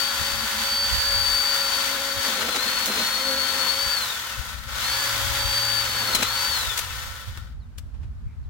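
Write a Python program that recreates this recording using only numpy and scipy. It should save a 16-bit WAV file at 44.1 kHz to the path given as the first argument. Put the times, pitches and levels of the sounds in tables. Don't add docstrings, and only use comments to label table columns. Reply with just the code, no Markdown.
import sys
import numpy as np
from scipy import signal
from scipy.fft import rfft, irfft, next_fast_len
from scipy.io import wavfile
from scipy.ndimage import uniform_filter1d

SR = 44100
rng = np.random.default_rng(int(sys.argv[2]) if len(sys.argv) > 2 else 0)


def dump_mix(stems):
    frames = np.atleast_2d(stems).T
    limited = np.clip(frames, -1, 1)
    pcm = np.round(limited * 32767).astype(np.int16)
    wavfile.write(sys.argv[1], SR, pcm)


N = 374409
T = np.arange(N) / SR

# frequency_hz, relative_db
GARDEN_SPECTRUM = [(30, -7.5), (70, 9), (150, -10.5), (400, -24), (850, -23), (1400, -23), (2200, -31.5),
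                   (4500, -36), (9000, -43.5), (16000, -50)]
# time_s, level_db
ENGINE_LEVELS = [(0, -68), (4.5, -55.5), (5.4, -40), (6.05, -43.5), (6.5, -52), (8.49, -53.5)]
# time_s, level_db
HUM_LEVELS = [(0, -58), (.5, -44.5), (1.2, -61), (4.4, -57), (5.2, -58), (8.49, -61)]
# start_s, length_s, first_hz, last_hz, level_db, rasp_cycles
BIRD_CALLS = [(7.595, .085, 4700, 3450, -65, .08), (8.26, .17, 2300, 2150, -66, .3),
              (8.425, .08, 4900, 3100, -72, .05)]
# time_s, level_db
BREEZE_LEVELS = [(0, -53), (1.3, -38), (1.6, -62), (4.1, -72), (4.7, -52), (8.49, -36)]
# peak_s, half_length_s, relative_db, side_hit
WIND_GUSTS = [(0.214, 0.018, -25, "left"), (0.366, .081, -34, "left"), (0.938, 0.062, -24.5, "right"),
              (1.17, 0.07, -28.5, "right"), (1.367, 0.042, -38, "left"), (2.179, 0.026, -30, "right"),
              (3.863, .03, -32, "right"), (4.393, 0.024, -25, "left"), (4.69, 0.23, -31.5, "left"),
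              (5.254, 0.11, -28.5, "left"), (5.46, 0.056, -28, "left"), (6.68, 0.071, -31.5, "right"),
              (7.3, 0.032, -28, "right"), (7.813, 0.064, -33, "left"), (7.997, 0.17, -32.5, "right"),
              (8.262, 0.014, -22, "left")]
# frequency_hz, relative_db
WIND_SPECTRUM = [(15, -23), (35, -6.5), (65, 4.5), (100, -4), (150, -15), (250, -32), (500, -45),
                 (1500, -82.5)]
# peak_s, level_db, swell_s, fade_60db_s, tilt_db_per_octave, speed_lost_hz
WOOD_CRACKS = [(2.426, -21.5, .014, .06, -3, 26), (2.488, -25, .003, .06, -3, 11.6),
               (2.561, -21, .007, .09, -2, 24.8), (2.859, -23, .003, .21, 3, 14.5),
               (5.854, -27, .004, .08, -1, 11.9), (6.149, -12.5, .0005, .07, 1.2, 26.8),
               (6.229, -16.5, .004, .062, -1, 23), (6.778, -20.5, .0055, .05, 1.5, 0),
               (6.791, -25, .002, .08, 2.5, 0), (7.374, -35.5, .0005, .05, -1.5, 0),
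               (7.785, -34.5, .003, .045, 1.5, 0), (7.945, -56, .0045, .2, -6, 0),
               (8.035, -53, .014, .14, -5.5, 0)]
# frequency_hz, relative_db
FIBRE_SPECTRUM = [(80, -24.5), (220, -1), (3000, 3), (7000, -0.5), (10000, -4.5), (16000, -8.5)]
# frequency_hz, relative_db
GRIND_SPECTRUM = [(60, -43), (140, -14), (220, 7.5), (330, -4.5), (500, 0.5), (900, -7), (2000, -15.5),
                  (6000, -34)]
# start_s, end_s
TRIGGER_HELD = [(-1, 3.94), (4.667, 6.501)]
# start_s, length_s, first_drag_hz, last_drag_hz
MOTOR_DRAGS = [(-0.009, 1.54, 3.0, 0.59), (1.567, 0.65, 3.8, 5.12), (2.25, 0.35, 16.4, 23.9),
               (2.611, 0.29, 11.3, 10.5), (2.858, 0.179, 28.6, 22.2), (3.053, 0.498, 14.0, 8.6),
               (3.557, 0.244, 16.5, 0.4), (5.749, 0.23, 2.4, 9.1), (6.011, 0.23, 20.1, 23.7)]
# cycles_per_turn, relative_db
SPROCKET_TONES = [(2, -9.5), (4, 1), (6, -4), (8, -20.5), (10, 1), (11, -1.5), (14, -17.5)]
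# time_s, relative_db
CHAIN_PULL = [(0.05, -48), (1.46, -46.5), (2.02, -38.5), (3.09, -48), (3.3, -29.5), (3.49, -44.5),
              (3.58, -37), (3.95, -50.5), (4.95, -51), (5.022, -44), (6.5, -48.5)]
# frequency_hz, relative_db
RATTLE_SPECTRUM = [(150, -30.5), (380, -21), (650, -11), (950, 1), (1400, -2), (2100, -0.5), (2750, -7),
                   (3300, -3), (3900, -5), (4800, -4), (6000, -11.5), (9000, -31.5)]
# frequency_hz, relative_db
HISS_SPECTRUM = [(1500, -6.5), (3500, -1), (5200, 0), (6900, 4), (7500, 0), (9000, 0), (10200, -3),
                 (12000, -1.5), (15500, -1.5)]
# pitch_hz, width_hz, relative_db
BAR_RINGS = [(532, 55, 6.5), (1350, 45, 4.5), (1485, 32, 5.5), (1810, 37, -2), (1034, 62, -12),
             (2650, 55, -0.5), (2987, 56, 2), (3425, 170, -1.5), (3768, 72, 3), (4280, 68, -2)]
# cycles_per_turn, relative_db
MOTOR_TONES = [(4.41, -22), (5.25, -14.5), (7, -29.5), (10, -15), (15, -28)]
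# time_s, relative_db, left_minus_right_db
WHINE_LEVELS = [(0.0, -24.5, 19.5), (0.14, -31.5, 2.5), (0.41, -33.5, 15), (0.49, -40, -6),
                (0.77, -25, 1.0), (0.98, -27.5, -6.5), (1.17, -24.5, 3.5), (1.75, -28, 10.5),
                (1.96, -35.5, 11.5), (3.31, -28, 4.5), (3.51, -27, 16), (3.95, -26.5, 7), (4.87, -30.5, 4),
                (5.328, -40, -7), (5.514, -26.5, 2), (5.764, -25, 13.0), (5.846, -32, 5),
                (6.436, -30.5, 3.5), (6.5, -27.5, 8)]

GEAR_TEETH, WHEEL_TEETH, SPROCKET_TEETH = 14, 33, 6
FULL_SPEED_HZ = 327.3


def undb(db):
    return 10 ** (np.asarray(db) / 20)


def unit(x):
    return x / np.sqrt(np.mean(x ** 2))


def curves(table):
    times, *columns = np.transpose(table)
    return [np.interp(T, times, column) for column in columns]


def colour(x, spectrum, rings=()):
    size = next_fast_len(N, True)
    bins_hz = np.fft.rfftfreq(size, 1 / SR) + 1
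    hz, db = np.transpose(spectrum)
    shape = undb(np.interp(np.log(bins_hz), np.log(hz), db))
    peaks = 1 + sum(undb(peak) / (1 + 2j * (bins_hz - pitch) / width) for pitch, width, peak in rings)
    return unit(irfft(rfft(x, size) * peaks * shape, size)[..., :N])


def wander(rate_hz):
    step = max(int(SR / rate_hz), 1)
    points = rng.standard_normal(N // step + 2)
    joined = np.interp(np.arange(N) / step, np.arange(len(points)), points)
    return 1.45 * uniform_filter1d(joined, step // 2 + 1)


def air_noise(alike_hz):
    mid, side = rng.standard_normal((2, N))
    side = signal.sosfilt(signal.butter(3, alike_hz, "high", fs=SR, output="sos"), side)
    return np.array([mid + 1.17 * side, mid - 0.86 * side])


def pan(left_db):
    gains = undb(np.array([[1], [-1]]) * left_db / 2)
    return gains / np.sqrt(np.mean(gains ** 2, axis=0))


def tone(cycles):
    return np.sqrt(2) * np.sin(2 * np.pi * cycles)


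def shade(x, left_db):
    low = signal.sosfiltfilt(signal.butter(2, 1000, fs=SR, output="sos"), x)
    return low + (x - low) * pan(left_db)


def far_background(garden_db=-51, engine_hz=114.0, hum_band_hz=(211, 241)):
    engine_gain = undb(curves(ENGINE_LEVELS)[0] + wander(9.3))
    engine = engine_gain * tone(engine_hz * (T + 0.0014 * wander(4.4)))
    band = signal.butter(2, hum_band_hz, "band", fs=SR, output="sos")
    hum = unit(signal.sosfilt(band, rng.standard_normal(N))) * undb(curves(HUM_LEVELS)[0])
    rustle = colour(air_noise(800), GARDEN_SPECTRUM) * undb(garden_db + wander(1.2))
    return engine + hum + rustle


def birds():
    out = np.zeros(N)
    for start, length, first_hz, last_hz, db, rasp in BIRD_CALLS:
        progress = np.clip((T - start) / length, 0, 1)
        hz = last_hz + (first_hz - last_hz) * (1 - progress) ** 2
        envelope = np.sin(np.pi * np.sqrt(progress)) ** 2
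        out += undb(db) * envelope * tone(np.cumsum(hz) / SR + rasp * wander(330))
    return out


def wind(buffet_db=3, gust_db=-1):
    breeze = undb(curves(BREEZE_LEVELS)[0])
    sides = []
    for side in ("left", "right"):
        gusts = sum(undb(db + gust_db) * np.exp(-((T - peak) / half_length) ** 2)
                    for peak, half_length, db, side_hit in WIND_GUSTS if side_hit == side)
        rumble = colour(rng.standard_normal(N), WIND_SPECTRUM)
        sides.append(rumble * np.hypot(gusts, breeze * undb(buffet_db * wander(12))))
    return np.array(sides)


def tree_echo(x, fade_60db_s=0.44, echo_db=-18, delay_s=.012):
    age = T[:SR // 2]
    echo = rng.standard_normal((2, len(age))) * np.exp(-np.log(1000) * age / fade_60db_s)
    echo *= age > delay_s
    echo /= np.sqrt(np.sum(echo ** 2) / 2)
    return undb(echo_db) * signal.fftconvolve(x, echo, axes=1)[:, :N]


def wood_cracks(roughness_db=2.0, left_db=2):
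    fibres = colour(air_noise(1400) * undb(roughness_db * wander(1500)), FIBRE_SPECTRUM)
    out = np.zeros((2, N))
    size = SR // 3
    octaves = np.log2((np.fft.rfftfreq(size, 1 / SR) + 200) / 4000)
    for peak, db, swell, fade, tilt_db, _ in WOOD_CRACKS:
        first = int(peak * SR) - size // 4
        part = slice(first, first + size)
        age = T[part] - peak
        envelope = np.exp(np.minimum(age / swell, -np.log(1000) * age / fade))
        burst = irfft(rfft(fibres[:, part]) * undb(tilt_db * octaves), size)
        out[:, part] += undb(db) * envelope * unit(burst)
    return out * pan(left_db)


def motor(settle_s=.062, spin_up_hz_per_s=1324, friction_hz_per_s=244.5, damping_per_s=.371,
          press_s=0.028, snag_s=.012, labour_hz=9.3):
    held = 1. * sum((T >= start) & (T < end) for start, end in TRIGGER_HELD)
    drag = sum(np.interp(T, [start, start + length], [first, last], 0, 0)
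               for start, length, first, last in MOTOR_DRAGS)
    drag = np.maximum(uniform_filter1d(drag, int(press_s * SR) + 1), 0)
    snags = sum(lost_hz * np.exp(-((T - peak + swell) / snag_s) ** 2)
                for peak, _, swell, _, _, lost_hz in WOOD_CRACKS) / (snag_s * np.sqrt(np.pi))
    hop = SR // 1000
    hz, speed = FULL_SPEED_HZ - drag[0], []
    for on, sag, snag in zip(held[::hop], drag[::hop], snags[::hop]):
        driven = min(spin_up_hz_per_s, (FULL_SPEED_HZ - sag - hz) / settle_s)
        coasting = -friction_hz_per_s - damping_per_s * hz
        hz = max(hz + ((driven if on else coasting) - snag) * hop / SR, 0)
        speed.append(hz)
    speed = np.interp(T, T[::hop], speed)
    strain = uniform_filter1d(held * np.tanh((FULL_SPEED_HZ - speed) / labour_hz), SR // 20)
    return speed, drag, strain


def blows(count, scatter_db, decay, sliding):
    strength = undb(scatter_db * rng.standard_normal(N // 16))[count.astype(int)]
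    return unit(sliding + strength * np.exp(-(count % 1) / decay))


def cutting_teeth(links, drag, bite_db=-44, bite_drag_hz=12, grab_db=2.0):
    chips = blows(links / 4, scatter_db=0.0, decay=1.0, sliding=0.34)
    grind = colour(air_noise(1500) * chips, GRIND_SPECTRUM)
    return grind * (drag / bite_drag_hz) ** 0.9 * undb(bite_db + grab_db * wander(30))


def sprocket(turns, speed, low_db=-0.5, high_db=-45.5, waver_db=1.5, slack_turns=0.023):
    pull_db, = curves(CHAIN_PULL)
    loose_turns = turns + slack_turns * wander(30)
    buzz = np.zeros(N)
    for multiple, db in SPROCKET_TONES:
        base_db = low_db + pull_db if multiple < SPROCKET_TEETH else high_db
        buzz += undb(db + base_db + waver_db * wander(22)) * tone(multiple * loose_turns + rng.random())
    return (speed / FULL_SPEED_HZ) ** 5 * buzz


def chain(links, speed, strain, rattle_db=-28, hiss_db=-29.5, slack_db=11):
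    pace = np.clip(speed / FULL_SPEED_HZ, 0, 1)
    throb = undb(0.65 * tone(links / 14.5) + 0.74 * wander(16))
    hits = blows(links, scatter_db=1.5, decay=0.83, sliding=1.0) * throb
    slaps = air_noise(1510) * hits
    slack_rings = [(hz, width, db + slack_db) for hz, width, db in BAR_RINGS[:4]] + BAR_RINGS[4:]
    tight = colour(slaps, RATTLE_SPECTRUM, BAR_RINGS)
    slack = colour(slaps, RATTLE_SPECTRUM, slack_rings)
    rattle = (pace * tight + (1 - pace) * slack) * pace ** 1.07 * undb(rattle_db + 2 * strain)
    hiss = colour(air_noise(1500) * hits, HISS_SPECTRUM) * pace ** 1.4 * undb(hiss_db + 0.5 * strain)
    return shade(rattle, left_db=4) + hiss * pan(left_db=1.44)


def gears(speed, turns, strain, whine_db=1, strain_db=1, flutter_db=1.6, stutter_db=4,
          overtone_db=-19.5, motor_db=-29, flicker_db=4.0):
    level_db, left_db = curves(WHINE_LEVELS)
    pace = speed / FULL_SPEED_HZ
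    slowing = uniform_filter1d(1. * (np.gradient(speed) < 0), SR // 20)
    chatter = np.maximum(slowing, strain / 2) * np.clip(8 * (1 - pace), 0, 1)
    teeth = GEAR_TEETH * turns + (.012 + 0.094 * chatter) * wander(160)
    cycles = np.array([teeth + lead + 0.065 * wander(6) for lead in (0.095, 0)])
    sway_db = (flutter_db + stutter_db * chatter) * np.array([wander(55), wander(55)])
    dip_db = stutter_db * chatter * (1 - strain)
    whine = tone(cycles) + undb(overtone_db) * tone(2 * cycles)
    whine *= undb(level_db + whine_db + strain_db * strain + sway_db - dip_db)
    motor_tones = np.zeros((2, N))
    for multiple, db in MOTOR_TONES:
        gain = undb(motor_db + db + flicker_db * wander(9))
        motor_tones += gain * tone(multiple * (turns + .022 * wander(70)) + rng.random((2, 1)) / 4)
    return pace ** 4.5 * (whine * pan(left_db) + motor_tones * pan(.5 * left_db))


def scene():
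    speed, drag, strain = motor()
    turns = np.cumsum(speed) / SR
    sprocket_turns = turns * GEAR_TEETH / WHEEL_TEETH
    links = sprocket_turns * SPROCKET_TEETH
    saw = gears(speed, turns, strain) + sprocket(sprocket_turns, speed) + chain(links, speed, strain)
    direct = saw + cutting_teeth(links, drag) + wood_cracks() + birds()
    return direct + tree_echo(direct) + wind() + far_background()


def record(dry, top_hz=16000):
    return signal.sosfilt(signal.ellip(10, .1, 80, top_hz, fs=SR, output="sos"), dry)


dry = scene()
out = record(dry)
dump_mix(out)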